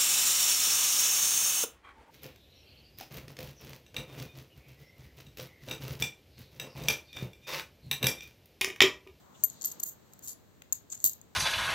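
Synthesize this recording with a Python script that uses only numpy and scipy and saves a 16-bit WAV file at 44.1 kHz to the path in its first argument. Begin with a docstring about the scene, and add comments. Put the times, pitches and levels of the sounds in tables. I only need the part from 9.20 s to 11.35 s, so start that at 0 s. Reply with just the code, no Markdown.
"""Coins clink as a hand picks them off a cloth-covered table and shuffles them above an open notebook.
Each contact is a sharp, close click; a loose coin also rings near 13 kHz until the fingers damp it.
Between clinks the milled edges scrape over each other, and at the end the coins drop together in the
palm. Underneath are soft knocks and the brush of hand and coin on cloth and paper.
A small, quiet room answers."""
import sys
import numpy as np
from scipy import signal
from scipy.fft import rfft, irfft
from scipy.io import wavfile

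SR = 44100
rng = np.random.default_rng(int(sys.argv[2]) if len(sys.argv) > 2 else 0)


def wav_record(signal):
    """Record a signal, one row per channel, as 16-bit PCM in the file named by sys.argv[1]."""
    frames = np.transpose(np.atleast_2d(signal))
    bounded = np.clip(frames, -1, 1)
    # unit amplitude maps onto the largest positive 16-bit level
    quanta = np.round(bounded * 32767).astype(np.int16)
    wavfile.write(sys.argv[1], SR, quanta)


N = 94815
TIME, FREQS = np.arange(N) / SR, np.fft.rfftfreq(N, 1 / SR)


def amp(db):
    """Decibels to gain."""
    return 10 ** (np.asarray(db) / 20)


def unit_rms(x):
    """Scales to an rms of one."""
    return x / np.sqrt(np.mean(x ** 2) + 1e-20)


def at_hz(points, hz):
    """A curve's value on a log-frequency axis."""
    f, value = np.transpose(points)
    return np.interp(np.log(hz + 1), np.log(np.sort(f) + 1), value)


def at_time(curve, s):
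    """A control's value at a time."""
    return np.interp(s, *np.transpose(curve))


def add(mix, start, sound):
    """Mixes a sound in at a time in seconds."""
    part = mix[:, max(round(start * SR), 0):][:, :sound.shape[1]]
    part += sound[:, :part.shape[1]]


def panned(side_db):
    """Left and right gains, side_db apart."""
    return amp(np.array([[side_db], [-side_db]]) / 2)


def response(colour, size=2048):
    """Minimum-phase impulse response of a colour, with an energy of one."""
    cepstrum = irfft(np.log(amp(at_hz(colour, np.fft.rfftfreq(size, 1 / SR)))))
    cepstrum[1:size // 2] *= 2
    cepstrum[size // 2 + 1:] = 0
    impulse = irfft(np.exp(rfft(cepstrum)))[:size // 2]
    return impulse / np.linalg.norm(impulse)


def through(x, impulse):
    """Filters a stereo signal and keeps its length."""
    return signal.fftconvolve(x, np.atleast_2d(impulse), axes=1)[:, :x.shape[1]]


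def noise(colour, correlation):
    """Coloured stereo noise, partly alike in both ears."""
    left, other = rng.standard_normal((2, N))
    right = correlation * left + np.sqrt(1 - correlation ** 2) * other
    return unit_rms(irfft(rfft([left, right]) * amp(at_hz(colour, FREQS)), N))


def ringing(modes, t60, t):
    """Decaying sines from a table of modes."""
    return sum(amp(db) * np.sin(2 * np.pi * hz * t) for hz, db in modes) * np.exp(-np.log(1000) * t / t60)


# Colour of the room tone. Each row: frequency in Hz, level in dB.
AIR_COLOUR = [(35, -17), (60, -3.5), (121, -3), (448, -14), (767, -20), (1100, -30.5), (1700, -24.5),
              (4120, -35.5), (5590, -44.5), (8120, -45), (16000, -38)]

def room_air():
    """A steady, low bed of room air."""
    return amp(-62) * noise(AIR_COLOUR, correlation=0.1)


# Colour of skin on cloth and paper. Each row: frequency in Hz, level in dB.
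BRUSH_COLOUR = [(60, -16), (200, 6), (500, 1.5), (1200, -3), (2400, -13.5), (4200, -9.5), (5200, -16.5),
                (7000, -9), (8300, -13), (9500, -38), (13000, -12.5), (16000, -16.5)]
# Fader ride of the brush. Each row: time in seconds, level in dB.
BRUSH_RIDE = [(0, -60), (.1, -64), (.17, -61), (.36, -61), (.57, -57), (.75, -63), (1.1, -62.5),
              (1.3, -65.5), (2.15, -65)]

def hand_brush():
    """The hand brushes faintly over cloth and paper."""
    return noise(BRUSH_COLOUR, correlation=0.19) * amp(at_time(BRUSH_RIDE, TIME))


# Strokes of a dragged coin. Each row: start and length in seconds, centre and width in Hz, level in dB.
SLIDES = [(0, 0.22, 990, 630, -63), (.14, 0.03, 3300, 900, -62), (.17, 0.44, 4120, 1200, -66.5),
          (0.11, 0.35, 6940, 1600, -60.5)]

def coin_slides():
    """A coin drags over cloth and past paper: grainy friction that swells and fades with each stroke."""
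    out = np.zeros((2, N))
    for start, length, centre_hz, width_hz, db in SLIDES:
        grains = rng.standard_normal((2, N)) * rng.exponential(1, (2, N))
        band = 1 / (1 + (2 * (FREQS - centre_hz) / width_hz) ** 2)
        rub = unit_rms(irfft(rfft(grains) * band, N))
        stroke = np.sqrt(np.hanning(round(length * SR)))
        add(out, start, amp(db) * rub[:, :len(stroke)] * stroke)
    return out


# Colours of the sharp click, dull clack and high sizzle. Each row: frequency in Hz, level in dB.
CLICK_COLOUR = [(800, -54.5), (4000, -32.5), (5700, -18.5), (6400, 9), (6900, 8.5), (7600, 5), (8300, -7),
                (9100, -36), (11000, -25), (16000, -56)]
CLACK_COLOUR = [(1000, -33.5), (2400, -18.5), (3500, -6), (4600, -0.5), (5300, -3.5), (6200, 13.5),
                (9000, -21.5)]
SIZZLE_COLOUR = [(2000, -50), (8000, -16.5), (9700, -16), (10300, -10.5), (11200, -32.5), (11800, 1.5),
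                 (12600, -9.5), (13200, 6), (14000, -3), (15600, -3.5), (16300, -34.5)]
# Brief tones inside the click and the clack. Each row: frequency in Hz, relative level in dB.
CLICK_MODES = [(6606, -24), (6835, -22), (7150, -26), (7620, -22)]
CLACK_MODES = [(3413, -0.5), (4060, -1.5), (4700, 7.5), (5640, -1)]
# Coins pressed together clack harder. Each row: time in seconds, level against the click in dB.
CLACK_RIDE = [(.25, -19), (.41, -3), (.6, -6.5), (.64, -12), (1.07, -4), (1.53, -12), (1.75, -8),
              (1.85, -8), (1.95, -15)]

def metal(start, click_db, sizzle_db):
    """A coin's answer to one impulse: click, sizzle and a clack whose modes shift with the grip."""
    t = np.arange(1024) / SR
    click, clack, sizzle = map(response, (CLICK_COLOUR, CLACK_COLOUR, SIZZLE_COLOUR))
    gripped = [(hz * (1 + .08 * rng.uniform(-1.1, 1)), db) for hz, db in CLACK_MODES]
    clack = clack + abs(clack).max() * amp(-23) * ringing(gripped, t60=.014, t=t)
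    click = click + abs(click).max() * amp(-19) * ringing(CLICK_MODES, t60=.05, t=t)
    body = click + amp(at_time(CLACK_RIDE, start)) * clack
    return panned(side_db=3.5) * amp(click_db) * body + amp(sizzle_db) * sizzle


def contact(start, click_db, sizzle_db, scatter_db=-7.5, scatter_s=0.0016, size=1536):
    """One hit of metal on metal, scattering briefly off the fingers and the page."""
    t = np.arange(size) / SR
    scatter = rng.standard_normal((2, size)) * (t / scatter_s) ** .5 * np.exp(-t / scatter_s)
    hit = (t == 0) + amp(scatter_db) * unit_rms(scatter) / np.sqrt(size)
    return through(hit, metal(start, click_db, sizzle_db)) / abs(response(CLICK_COLOUR)).max()


RING_HZ, RING_RISE_S = 13058, 0.00047
# A loose coin's two close modes. Each row: ratio to the main pitch, relative level in dB.
RING_MODES = [(1, 0), (1.009, -16)]
# Hits that ring. Each row: start in seconds, click, sizzle and ring levels in dB,
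# detune from RING_HZ in Hz, seconds for the ring to fall 60 dB.
CLINKS = [(0.2368, -13.5, -32, -15, 1, 0.034), (0.3002, -29, -52, -55, 183, 0.014),
          (0.4199, -27, -42, -43, -17, 0.034), (0.4465, -18.5, -31, -31, 66, 0.018),
          (0.4545, -29, -46, -18, 112, 0.02), (0.471, -30, -48, -33, 270, 0.03),
          (0.515, -33, -52, -41, 66, 0.036), (0.602, -36, -43, -28, 370, 0.0089),
          (0.635, -30, -22, -31, 145, 0.017), (0.684, -44, -30, -39, 143, 0.043),
          (0.935, -39.5, -44, -56, 63, 0.017), (0.992, -43, -44, -59, 640, 0.013),
          (1.075, -28.5, -43, -41, 5, 0.026), (1.5248, -12.5, -22, -28, 37, 0.026),
          (1.8416, -9.5, -14, -16, 165, .013), (1.8493, -24, -17, -8, 200, .009),
          (1.858, -25.5, -28, 1, 74, 0.013), (1.8739, -30, -22.5, -26, 96, 0.028)]

def clinks():
    """A loose coin clicks and rings, dying ever faster as the fingers close."""
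    out, t = np.zeros((2, N)), np.arange(8192) / SR
    for start, click_db, sizzle_db, ring_db, detune_hz, t60 in CLINKS:
        tilt = rng.standard_normal((2, 1)) / 2  # a tilted coin reaches each microphone in its own phase
        phase = 2 * np.pi * (RING_HZ + detune_hz) * t
        ring = sum(amp(db) * np.sin(phase * ratio + tilt) for ratio, db in RING_MODES)
        damping = np.exp(-np.log(1000) * (t / t60) ** 2)
        swell = 1 - np.exp(-t / (RING_RISE_S * amp(ring_db - click_db)))  # slower after a glancing touch
        add(out, start, amp(ring_db) * ring * damping * swell)
        add(out, start, contact(start, click_db, sizzle_db))
    return out


# Tight, dry hits. Each row: start in seconds, click level in dB, sizzle level in dB.
TICKS = [(0.2473, -21.5, -37), (0.252, -25, -34), (0.413, -29.5, -46), (0.4296, -31, -82),
         (.4410, -25, -36), (0.4503, -27, -35), (.6000, -24.5, -36), (0.6374, -36, -29), (.6583, -38, -35),
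         (0.678, -39, -42), (.9255, -54, -58), (1.0798, -38, -35), (1.4214, -42, -46), (1.5285, -15, -36),
         (1.5308, -33.5, -25), (1.7027, -40, -54), (1.7263, -35, -41), (1.7766, -36, -63),
         (1.8023, -32.5, -60), (1.8434, -14.5, -22), (1.8517, -14.5, -13), (1.8541, -15, -30),
         (1.8618, -18, -30), (1.8646, -20.5, -28), (1.8670, -19, -27), (1.8721, -17.5, -29),
         (1.8761, -19, -29), (1.887, -32, -31), (1.8958, -22, -32.5), (1.9332, -30, -34),
         (2.0144, -38, -47.5)]

def ticks():
    """Damped contacts and rebounds click without the high ring."""
    out = np.zeros((2, N))
    for start, click_db, sizzle_db in TICKS:
        add(out, start, contact(start, click_db, sizzle_db))
    return out


# Colour of a rubbed coin's ring. Each row: frequency in Hz, level in dB.
RUBBED_COLOUR = [(5000, -78), (9900, -19), (10300, -16), (10800, -36), (12700, -32), (13050, -3),
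                 (13280, 13.5), (13650, -44), (16000, -62)]
# Coin sliding on coin. Each row: start and length in seconds, opening levels of click, sizzle and
# ring in dB, level change across the scrape in dB.
SCRAPES = [(0.446, 0.016, -32.5, -37, -31.5, -7), (0.466, 0.041, -42, -52, -46, -7.5),
           (0.514, 0.0099, -39, -55, -41.5, -3), (0.595, 0.01, -40, -47, -38, -9.5),
           (0.629, 0.011, -30.5, -37, -38, 0), (0.659, 0.039, -44, -44, -54, 1.5),
           (0.691, 0.046, -55.5, -58, -57, -4.5), (1.021, 0.05, -54.5, -56, -58, 8.5),
           (1.079, 0.056, -41, -54, -43.5, -8.5), (1.697, 0.023, -48, -61, -60, -1),
           (1.716, 0.021, -34, -52, -52.5, -5.5), (1.74, 0.019, -42.5, -54, -56, -2.5),
           (1.755, 0.11, -62.5, -73, -67.5, 15.5), (1.851, 0.026, -37, -29, -28.5, -9),
           (1.879, 0.064, -54, -43, -40, -16)]

def scrapes(slips_per_s=550, slip_spread_db=5, rub_db=-8, edge_s=.0025, size=6000):
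    """Milled edges catch and slip: a quick train of uneven clicks drives the metal."""
    out, t = np.zeros((2, N)), np.arange(size) / SR
    for start, length, click_db, sizzle_db, ring_db, change_db in SCRAPES:
        gaps = rng.uniform(.2, 1.8, size) / slips_per_s
        pulses = np.histogram(np.cumsum(gaps), size, (0, size / SR))[0]
        slips = pulses * amp(slip_spread_db * rng.uniform(-0.1, 1, size))
        # Each slip has a part common to both microphones and a part that differs.
        stereo_slips = slips * (rng.choice([-1, 1], size) + rng.standard_normal((2, size)))
        drive = unit_rms(stereo_slips) + amp(rub_db) * rng.standard_normal((2, size))
        drive /= np.sqrt(np.mean(drive[:, t < length] ** 2))
        gate = np.clip(np.minimum(t, length - t) / edge_s, 0, 1)
        ramp = amp(change_db * np.minimum(t / length, 1))
        coin = metal(start, click_db, sizzle_db) + amp(ring_db) * response(RUBBED_COLOUR)
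        add(out, start, through(drive * gate * ramp, coin))
    return out


# Pings of a second coin. Each row: start in seconds, level in dB, seconds to fall 60 dB.
LOW_RINGS = [(.447, -44, .05), (.635, -40, .05), (1.076, -44, .17), (1.8432, -29, .04)]

def low_rings(pitch_hz=10300):
    """A second coin rings lower when its edge is caught."""
    out, t = np.zeros((2, N)), np.arange(8192) / SR
    for start, db, t60 in LOW_RINGS:
        envelope = np.exp(-np.log(1000) * t / t60) - np.exp(-t / RING_RISE_S)
        add(out, start, amp(db) * (envelope * np.sin(2 * np.pi * pitch_hz * t))[None])
    return out


# Soft bumps. Each row: start in seconds, level in dB, low-pass cutoff in Hz, decay in seconds.
KNOCKS = [(.573, -54, 280, 0.0048), (1.4195, -47, 3580, 0.0012), (1.525, -52, 3600, 0.0033),
          (1.7230, -57, 3400, 0.0097), (1.8400, -49, 443, 0.008)]

def knocks(size=4096):
    """Knocks against the hand and the notebook: dull puffs without any ring."""
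    out, t = np.zeros((2, N)), np.arange(size) / SR
    for start, db, cutoff_hz, decay in KNOCKS:
        push = rng.standard_normal(size) + rng.standard_normal((2, size))
        puff = unit_rms(signal.lfilter(*signal.butter(3, cutoff_hz, fs=SR), push))
        envelope = (t / decay) * np.exp(1 - t / decay)
        add(out, start, amp(db) * puff * envelope)
    return out


# The hand's place between the microphones. Each row: time in seconds, left over right in dB.
HAND_PAN = [(.25, 5.5), (.42, 4.5), (.46, -1.5), (.6, 2.5), (.68, -3), (1.08, 0), (1.53, 2), (1.73, 2),
            (1.85, -1), (2.1, 5.5)]

def microphones(x, right_lag_s=.000216):
    """The pan follows the hand; the right microphone hears it a steady instant later."""
    lag = np.exp(-2j * np.pi * FREQS * np.array([[0], [right_lag_s]]))
    side_db = at_time(HAND_PAN, TIME)
    return irfft(rfft(x) * lag, N) * amp(np.array([side_db, -side_db]) / 2)


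# Decay of the small room. Each row: frequency in Hz, seconds to fall 60 dB.
ROOM_T60 = [(300, 0.084), (4000, 0.32), (7000, 0.16), (13000, 0.17), (16000, 0.185)]

def room(x, tail_db=-13, predelay_s=0.0093, early_db=-22.5, early_decay_s=0.004, size=16384):
    """Early echoes from the table, then a short tail that lingers longest near 4 kHz."""
    t = np.arange(size) / SR
    hz, age, spectrum = signal.stft(rng.standard_normal((2, size)), SR, nperseg=256)
    decay = np.exp(-np.log(1000) * age / at_hz(ROOM_T60, hz)[:, None])
    tail = signal.istft(spectrum * decay, SR)[1][:, :size]
    tail = unit_rms(tail * np.clip(t / predelay_s - 1, 0, 1))
    spikes = rng.standard_normal((2, size)) ** 3
    early = unit_rms(spikes * np.exp(-t / early_decay_s) * (t > .002))
    return through(x, (amp(tail_db) * tail + amp(early_db) * early) / np.sqrt(size))


def scene():
    """Close coins and their room reverb over a bed of hand brush and air."""
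    coins = clinks() + ticks() + low_rings() + scrapes() + knocks() + coin_slides()
    reverb = room(coins)
    bed = panned(side_db=1.2) * (hand_brush() + room_air())
    return microphones(coins) + reverb + bed


def record(dry, low_cut_hz=62, high_cut_hz=16300):
    """The recorder's low cut and band limit."""
    thinned = signal.sosfilt(signal.butter(4, low_cut_hz, "high", fs=SR, output="sos"), dry)
    band_limit = signal.firwin(255, high_cut_hz, window=("kaiser", 8), fs=SR)
    return signal.oaconvolve(thinned, band_limit[None], "same")


dry = scene()
out = record(dry)
wav_record(out)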